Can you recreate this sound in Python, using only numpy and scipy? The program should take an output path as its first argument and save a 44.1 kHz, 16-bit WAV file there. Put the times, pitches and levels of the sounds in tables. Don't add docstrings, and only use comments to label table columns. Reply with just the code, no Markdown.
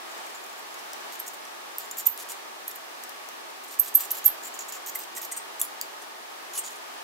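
import sys
import numpy as np
from scipy import signal
from scipy.fft import rfft, irfft, next_fast_len
from scipy.io import wavfile

SR = 44100
rng = np.random.default_rng(int(sys.argv[2]) if len(sys.argv) > 2 else 0)


def master_out(mix):
    frames = np.transpose(np.atleast_2d(mix))
    ceiling = np.clip(frames, -1, 1)
    pcm = np.round(ceiling * 32767).astype(np.int16)
    wavfile.write(sys.argv[1], SR, pcm)


N = 310023
T = np.arange(N) / SR

# t/s, f/Hz, level/dB, swell/s, hold/s, left minus right/dB,
# lift of the other hinge modes/dB, fullness of the grinding/dB
HINGE_SQUEAKS = [(1.2, 12830, -26.5, 0.0015, 0.0025, -1, -2, 6),
                 (1.985, 12040, -29.5, 0.0014, .002, -4, 0, -2),
                 (2.0686, 14100, -11.5, 0.0026, 0.0034, -7, -10, 0.5),
                 (2.6796, 12450, -27, 0.00044, .0018, -2, 12, -4),
                 (2.7582, 12500, -37.5, .0008, .002, -2, 14, -4),
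                 (3.798, 12315, -8.5, 0.0015, 0.0015, -5.5, 0, -9),
                 (3.952, 12370, -8.5, 0.0018, 0.0076, -1.5, -5, -6),
                 (3.968, 12400, -16, 0.0014, .003, 2, 0, -4),
                 (4.116, 12340, -18, 0.0027, 0.0018, -3, 9.5, 4),
                 (4.261, 12360, -9.5, 0.0042, .005, -4, -1, -6),
                 (4.278, 12446, -18.5, 0.0021, .003, -4, 5, 6), (4.957, 12456, -28, .002, .002, -2, 10, 4)]


def amp(db):
    return 10 ** (np.asarray(db) / 20)


def unit(x):
    return x / np.sqrt(np.mean(x ** 2))


def colour(x, points, bumps=()):
    size = next_fast_len(x.shape[-1])
    f = np.maximum(np.fft.rfftfreq(size, 1 / SR), 1)
    hz, db = np.transpose(points)
    curve = np.interp(np.log(f), np.log(hz), db)
    for centre, width, lift in bumps:
        curve = curve + lift * np.exp(-.5 * ((f - centre) / width) ** 2)
    return irfft(rfft(x, size) * amp(curve), size)[..., :x.shape[-1]]


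def fade(t, t60):
    return np.exp(-np.log(1000) * np.maximum(t, 0) / t60)


def wobble(size, rate):
    return np.interp(T[:size] * rate, np.arange(4096), rng.standard_normal(4096))


def pan(db):
    return amp(np.array([[db], [-db]]) / 2)


def add(track, start, x):
    i = int(start * SR)
    size = min(x.shape[-1], N - i)
    track[..., i:i + size] += x[..., :size]


def microphone_hiss(level_db=-58):
    noise = rng.standard_normal((2, N))
    return amp(level_db) * unit(colour(noise, [(3000, -37), (14000, -10), (15500, -19)]))


def fan_rush(mid_db=-44.24, side_db=1.85, waver_db=0.86):
    # f/Hz, relative level/dB
    room_tone = [(15, -88), (25, -66), (165, -24), (234, -15), (314, -9), (400, -6.5), (539, -6), (705, -2),
                 (764, -1), (1000, -3), (1240, -4.5), (3020, -9.5), (5310, -13.5), (15600, -23.5)]
    # f/Hz, width/Hz, lift/dB
    # The rows below 2 kHz are the fan's resonances.
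    # The last row is a narrow dip in the hiss near 14 kHz.
    peaks_and_dip = [(240, 10, 4), (361, 46, 3.5), (645, 34, 2), (852, 18, 3), (916, 21, 3.5),
                     (1124, 26, 5.5), (1246, 22, 5.5), (1750, 103, 2), (14100, 120, -4)]
    mid, side = colour(rng.standard_normal((2, N)), room_tone, peaks_and_dip)
    side = colour(unit(side), [(200, 0.66), (800, side_db), (3000, side_db), (8000, 0.97)])
    rush = unit(mid) + side * np.array([[1], [-1]])
    return rush * amp(mid_db + waver_db * wobble(N, rate=4.73))


def fan_motor(gain_db=-2, wander=0.003, flutter_db=2.5):
    # f/Hz, level/dB before gain_db
    tones = [(240, -69), (413, -68.5), (748.3, -61), (932, -65.5), (1130, -67), (1266, -66)]
    out = np.zeros((2, N))
    for hz, db in tones:
        turns = np.cumsum(hz * (1 + wander * wobble(N, rate=8.3))) / SR
        for side in range(2):
            peak = np.sqrt(2) * amp(db + gain_db + flutter_db * wobble(N, rate=6))
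            out[side] += peak * np.sin(2 * np.pi * (turns + rng.random()))
    return out


def room(x, slap_db=-24, slap_s=.015, size=16000):
    # level/dB, t60/s, delay/s
    reflections = [(-8, 0.059, .0005), (-10, 0.16, 0.007), (-17, 0.28, 0.007)]
    t = T[:size]
    response = np.zeros((2, size))
    for db, t60, delay in reflections:
        echoes = rng.standard_normal((2, size)) * (t > delay) * fade(t - delay, t60)
        response += amp(db) * unit(echoes) / np.sqrt(size)
    for side, lag in enumerate(slap_s + 0.0004 * rng.random(2)):
        response[side, int(lag * SR)] += amp(slap_db)
    return x + signal.fftconvolve(x, response, axes=1)[:, :N]


def clamp_ring(force, scatter_db=3.5, detune=0.0054, spread_turns=0.14, size=4096):
    # f/Hz, t60/s, relative level/dB
    modes = [(5500, 0.039, -13), (6540, 0.013, -6), (6880, 0.023, 3.5), (7270, 0.024, -1),
             (7500, 0.022, -7), (8340, 0.025, 1.5), (8570, 0.029, -7), (10140, 0.014, -4.5),
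             (10730, 0.035, -8), (11050, 0.029, -1), (11600, 0.027, -4), (12400, 0.027, 4.5),
             (12770, 0.0077, 5.5), (13940, .02, 4), (14440, 0.024, -5)]
    hz, t60, db = np.transpose(modes)[..., None]
    weight, shift, phase, skew = rng.standard_normal((len(modes), 4)).T[..., None]
    t = T[:size]
    turns = hz * (1 + detune * shift) * t + phase
    strength = amp(db + scatter_db * weight) * fade(t, t60) / np.sqrt(t60)
    sides = [strength * np.sin(2 * np.pi * (turns + side * spread_turns * skew)) for side in (1, -1)]
    response = unit(np.sum(sides, axis=1)) / np.sqrt(size)
    return signal.fftconvolve(force[None], response, axes=1)[:, :len(force)]


def rub(length, db, body_db, treble_db, spots, bite_db, slips_per_s=11000, grip_db=3, ring_db=-2,
        spot_width_hz=290, glide=0.013, attack_s=0.0024, release_t60=0.0086, size=8000):
    # f/Hz, gain/dB
    sliding = [(80, -64), (300, -42), (1200, -42), (2500, -2), (4700, -2.5), (7000, 5), (9500, -0.5),
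               (12500, 0), (16000, 3.5)]
    t = T[:size]
    ease_db = 0.5 + 0.3 * max(lift for _, lift in spots)
    pressure_db = np.interp(t, [0, 0.44 * length, length], [-ease_db, 0, -ease_db])
    pressure_db += bite_db * fade(t, t60=0.052)
    touch = np.clip(t / attack_s, 0, 1) * fade(t - length, release_t60)
    slips = unit((rng.random(size) < slips_per_s / SR) * rng.standard_normal(size))
    force = slips * touch * amp(pressure_db + grip_db * wobble(size, rate=300))
    contact = colour(force, sliding) + amp(ring_db) * clamp_ring(force)
    tone = [(1500, 0), (3000, body_db), (4800, body_db), (6300, 0), (8700, 0),
            (10500, treble_db / 2), (13000, treble_db)]
    shift = glide * rng.choice([-1, 1])
    first, last = (colour(contact, tone, [(hz * ratio, spot_width_hz, lift) for hz, lift in spots])
                   for ratio in (1 - shift, 1 + shift))
    travel = np.clip(t / length, 0, 1)
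    sound = first * (1 - travel) + last * travel
    return amp(db) * unit(sound) * np.sqrt(np.mean(touch ** 2))


def hair_rustles(gap_s=0.03, length_s=0.0048, scatter_db=2, low_hz=6800, high_hz=10000, lift_db=13):
    # from t/s, to t/s, level/dB
    feeds = [(0.079, .31, -48), (.46, .53, -48), (0.731, .76, -43), (1.0, 1.05, -49)]
    out = np.zeros((2, N))
    for start, end, db in feeds:
        slots = np.arange(start, end, gap_s)
        for at, (late, long, hard, spot) in zip(slots, rng.random((len(slots), 4))):
            spot_hz = low_hz + spot * (high_hz - low_hz)
            catch = rub(length_s * (.5 + long), db + scatter_db * (2 * hard - 1),
                        body_db=3, treble_db=-2, spots=[(spot_hz, lift_db)], bite_db=3)
            add(out, at + late * gap_s / 2, catch)
    return out


def clamp_clicks(contact_s=0.00022, crack_db=-4, body_db=-11, pivot_hz=8200, ping_cycles=90, size=8000):
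    # t/s, level/dB, ping f/Hz, ping gain/dB, crack tilt/(dB per octave)
    knocks = [(0.348, -34, 7300, 3, -2), (0.933, -25.5, 5730, -11, -7), (1.4527, -33, 5770, -4, -8),
              (1.784, -20.5, 13700, 5, 6), (1.912, -25, 7300, -4, -2), (2.071, -18, 2840, -20, 2),
              (2.1764, -24, 9800, -5, -5), (2.32, -25.5, 8350, -4, -3), (2.7095, -38, 5550, 0, -6),
              (2.714, -27, 3600, -14, -3), (3.0375, -25.5, 5600, -16, -1), (3.094, -27, 12300, -12, -1),
              (3.288, -27, 6100, -9, -8), (3.8825, -29, 12400, -8, 1), (3.942, -27, 8200, -6, 4),
              (4.107, -19, 7200, -8, -3), (4.4547, -31, 7400, -2, -1), (4.5912, -32, 7150, -3, 0),
              (4.6895, -35, 12700, -3, -2), (4.7236, -34, 7300, -3, 0), (4.8623, -29, 13600, -5, -1),
              (4.8738, -28, 13700, -3, -1), (4.955, -33, 2064, 1, -1), (5.037, -32, 8400, -6, 0),
              (5.163, -29, 8400, -4, -5), (5.173, -31, 1925, -1.5, -4), (5.219, -29, 12700, -3, 0),
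              (5.32, -32, 2020, -3.5, 2), (5.6144, -15.5, 3430, -15, 0), (5.6162, -20, 7320, 2.5, 2),
              (5.651, -30, 12900, -3, 4), (5.813, -19.5, 4754, -5, 2), (5.8132, -14, 12700, -4, 1),
              (6.535, -28.5, 7100, -1, -3), (6.578, -37, 3030, 1, -2), (6.586, -37, 2880, 1, -2),
              (6.654, -34, 8250, -2, -4), (6.663, -30, 8250, -4, -5), (6.677, -27, 6900, -1, -10)]
    # f/Hz, gain/dB
    knock_colour = [(30, -35), (150, -36), (1000, -25), (3000, -9), (5000, -3), (7000, 6.5), (12000, 5.5),
                    (16000, 6)]
    out, lead_s = np.zeros((2, N)), .01
    t = np.maximum(T[:size] - lead_s, 0)
    push = t / contact_s * np.exp(1 - t / contact_s)
    for at, db, hz, ping_db, tilt_db in knocks:
        force = amp(crack_db) * push * rng.choice([-1, 1], size)
        crack = colour(force, knock_colour) + amp(body_db) * clamp_ring(force)
        tilt = [(f, tilt_db * np.log2(f / pivot_hz)) for f in (3000, 14000)]
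        ping = (1 - np.exp(-t / contact_s)) * fade(t, ping_cycles / hz) * np.sin(2 * np.pi * hz * t)
        add(out, at - lead_s, amp(db) * (colour(crack, tilt) + amp(ping_db) * ping))
    return out


def clamp_snap(at_s=5.6144, gain_db=-29.5, burst_db=16, burst_t60=.012, contact_s=.0002,
               spread_turns=.08, size=10000):
    # f/Hz, t60/s, relative level/dB
    barrel_modes = [(7280, .09, -11), (8372, .08, -19), (10780, .1, -5), (10840, .09, 1.5),
                    (11390, .07, -8), (11595, .09, -5), (12400, .06, -13), (14160, .06, -9),
                    (14360, .06, -11)]
    out, t = np.zeros((2, N)), T[:size]
    envelope = (1 - np.exp(-t / contact_s)) * (1 + amp(burst_db) * fade(t, burst_t60))
    for hz, t60, db in barrel_modes:
        phase = rng.random() + spread_turns * rng.standard_normal((2, 1))
        ring = fade(t, t60) * np.sin(2 * np.pi * (hz * t + phase))
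        add(out, at_s, amp(gain_db + db) * envelope * ring)
    return out


def hinge_grinding(before_s=0.0049, after_s=0.0073, spot_hz=8540, lift_db=6):
    out = np.zeros((2, N))
    for at, _, squeak_db, swell, _, _, _, body_db in HINGE_SQUEAKS:
        lead_s = before_s + 3.6 * swell
        db = -27 + 0.5 * squeak_db
        grind = rub(lead_s + after_s, db, body_db, treble_db=1.5, spots=[(spot_hz, lift_db)], bite_db=0)
        add(out, at - lead_s, grind)
    return out


def hinge_squeaks(gain_db=1, stop_t60=0.01, ring_db=-19, ring_t60=0.125, rasp_db=-16, scatter_db=1,
                  waver=0.0031, partner_waver=0.0082, detune=0.004, spread_turns=0.091, size=10000):
    # f/Hz, relative level/dB
    partners = [(8320, -34), (10170, -22), (10450, -25.5), (11720, -28), (12480, -19), (12970, -28),
                (13800, -24), (14480, -15)]
    out, lead_s = np.zeros((2, N)), .03
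    t = T[:size] - lead_s
    for at, hz, db, swell, hold, pan_db, partners_db, _ in HINGE_SQUEAKS:
        growth = np.exp(np.minimum(t, 0) / swell)
        driven = fade(t - hold, stop_t60)
        envelope = growth * np.maximum(driven, amp(ring_db) * fade(t - hold, ring_t60))
        phases = spread_turns * rng.standard_normal((len(partners) + 1, 2, 1))
        pitch = hz * (1 + waver * wobble(size, rate=350))
        tone = np.sin(2 * np.pi * (np.cumsum(pitch) / SR + phases[0]))
        loads = rng.standard_normal((len(partners), 2))
        for (mode_hz, mode_db), phase, (weight, shift) in zip(partners, phases[1:], loads):
            pitch = mode_hz * (1 + detune * shift + partner_waver * wobble(size, rate=350))
            strength = amp(mode_db + partners_db + scatter_db * weight)
            tone += strength * np.sin(2 * np.pi * (np.cumsum(pitch) / SR + phase))
        rasp = 1 + amp(rasp_db) * driven * wobble(size, rate=2600)
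        add(out, at - lead_s, pan(pan_db) * amp(db + gain_db) * envelope * rasp * tone)
    return out


def clamp_scrapes(usual_s=0.052):
    # t/s, length/s, level/dB, lower resonance f/Hz, its lift/dB,
    # upper resonance f/Hz, its lift/dB, treble/dB, opening jerk/dB
    strokes = [(0.347, 0.02, -48, 7250, 15, 13300, 3, 2, 7), (0.437, .008, -47, 7350, 10, 13300, 5, -3, 0),
               (0.576, .022, -48, 7300, 5, 12000, 4, 1, 0), (0.777, .028, -50, 5570, 15, 9600, 13, -6, 0),
               (1.119, 0.04, -43.5, 7500, 0, 12400, 5, 0, 4),
               (1.261, 0.029, -40, 7650, 8, 15200, 3, -3, -5), (1.277, .008, -36, 6750, 6, 13600, 5, 0, 0),
               (1.332, 0.014, -43, 8300, 5, 13500, 4, 0, 3),
               (1.786, 0.075, -46.5, 7560, 12, 12500, 3, 1, 8),
               (1.91, 0.0084, -35, 7350, 14, 10700, 3, -5, 9),
               (1.968, 0.044, -35, 7400, 2, 12500, 7, -1.5, -4),
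               (1.982, .012, -32.5, 7500, 4, 12700, 6, 4, 5),
               (2.187, 0.048, -40.5, 7300, 1, 12600, 3, -2.5, 5),
               (2.286, 0.04, -37, 8400, 4, 12500, 1, -1, 3), (3.634, .017, -45, 8350, 9, 12700, 5, 1, 3),
               (3.675, .022, -47.5, 8850, 14, 11100, 6, -4, 0),
               (3.702, 0.053, -44, 7900, 0, 13900, 7, -7, 0), (3.832, 0.065, -40, 8300, 5, 14200, 4, 0, 7),
               (3.989, 0.072, -35.5, 8250, 8, 14000, 2, 3.5, 0),
               (4.004, 0.013, -30, 8300, 6, 13900, 10, 6, 4),
               (4.145, 0.048, -37.5, 7350, 6, 12500, 4, 0, 2),
               (4.427, 0.058, -41, 7370, 16, 13500, 2, 0, -7),
               (4.538, 0.021, -41.5, 7150, 7, 13600, 3, -2, 5),
               (4.588, 0.043, -38.5, 7250, 11.5, 12600, 0, -5, 8),
               (4.682, 0.019, -40, 8200, 5, 12700, 7, -7, 3),
               (4.721, 0.052, -40, 7400, 9, 13500, 9, -5, 11), (4.861, .007, -34, 7600, 6, 13600, 12, 0, 4),
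               (4.867, .034, -36, 7500, 2, 13700, 8, -4, 9), (4.948, 0.014, -35, 8250, 4, 13850, 7, -1, 0),
               (4.986, .009, -33.5, 8400, 2, 15000, 6, 7, 4),
               (4.995, 0.047, -42.5, 8400, 4, 12750, 4, -1.5, 4),
               (5.148, 0.011, -42, 8300, 3, 12600, 3, -3, 0), (5.162, 0.021, -34, 8340, 2, 12600, 3, -7, 3),
               (5.214, 0.043, -36, 8550, 3, 12600, 4, -1.5, 9),
               (5.313, 0.015, -31, 8070, 12, 11000, 9, -5, 1),
               (5.363, 0.026, -33, 8530, 14.5, 12600, 4, -2, 6),
               (5.594, 0.016, -31, 8100, 8, 12700, 7, 2, 5), (5.62, 0.035, -38, 8500, 4, 14200, 5, 7, 5),
               (6.01, 0.033, -50.5, 6000, 7, 9500, 10, -5, 0),
               (6.534, 0.051, -37.5, 7000, 5, 11080, 18, -6, 0),
               (6.573, 0.024, -28, 8350, 7, 13300, 6, -4, 5), (6.577, .018, -35, 6550, 2, 11080, 18, -4, 0),
               (6.636, 0.048, -40, 6900, 4, 8250, 3, -12, 2), (6.695, 0.037, -49, 6500, 4, 11500, 8, -4, 0),
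               (6.754, .018, -49, 6200, 7, 11000, 5, -3, 0)]
    out = np.zeros((2, N))
    for start, length, db, low_hz, low_db, high_hz, high_db, treble_db, bite_db in strokes:
        body_db = 2 + 7 * np.log2(length / usual_s)
        spots = [(low_hz, low_db), (high_hz, high_db)]
        add(out, start, rub(length, db, body_db, treble_db, spots, bite_db))
    return out


def scene():
    handling = clamp_scrapes() + hair_rustles() + hinge_grinding() + clamp_clicks() + clamp_snap()
    iron = pan(-0.42) * handling + hinge_squeaks()
    return room(iron) + fan_rush() + microphone_hiss() + fan_motor()


def record(dry):
    top_hz = 15700
    return signal.sosfilt(signal.ellip(10, .2, 80, top_hz, fs=SR, output="sos"), dry)


dry = scene()
out = record(dry)
master_out(out)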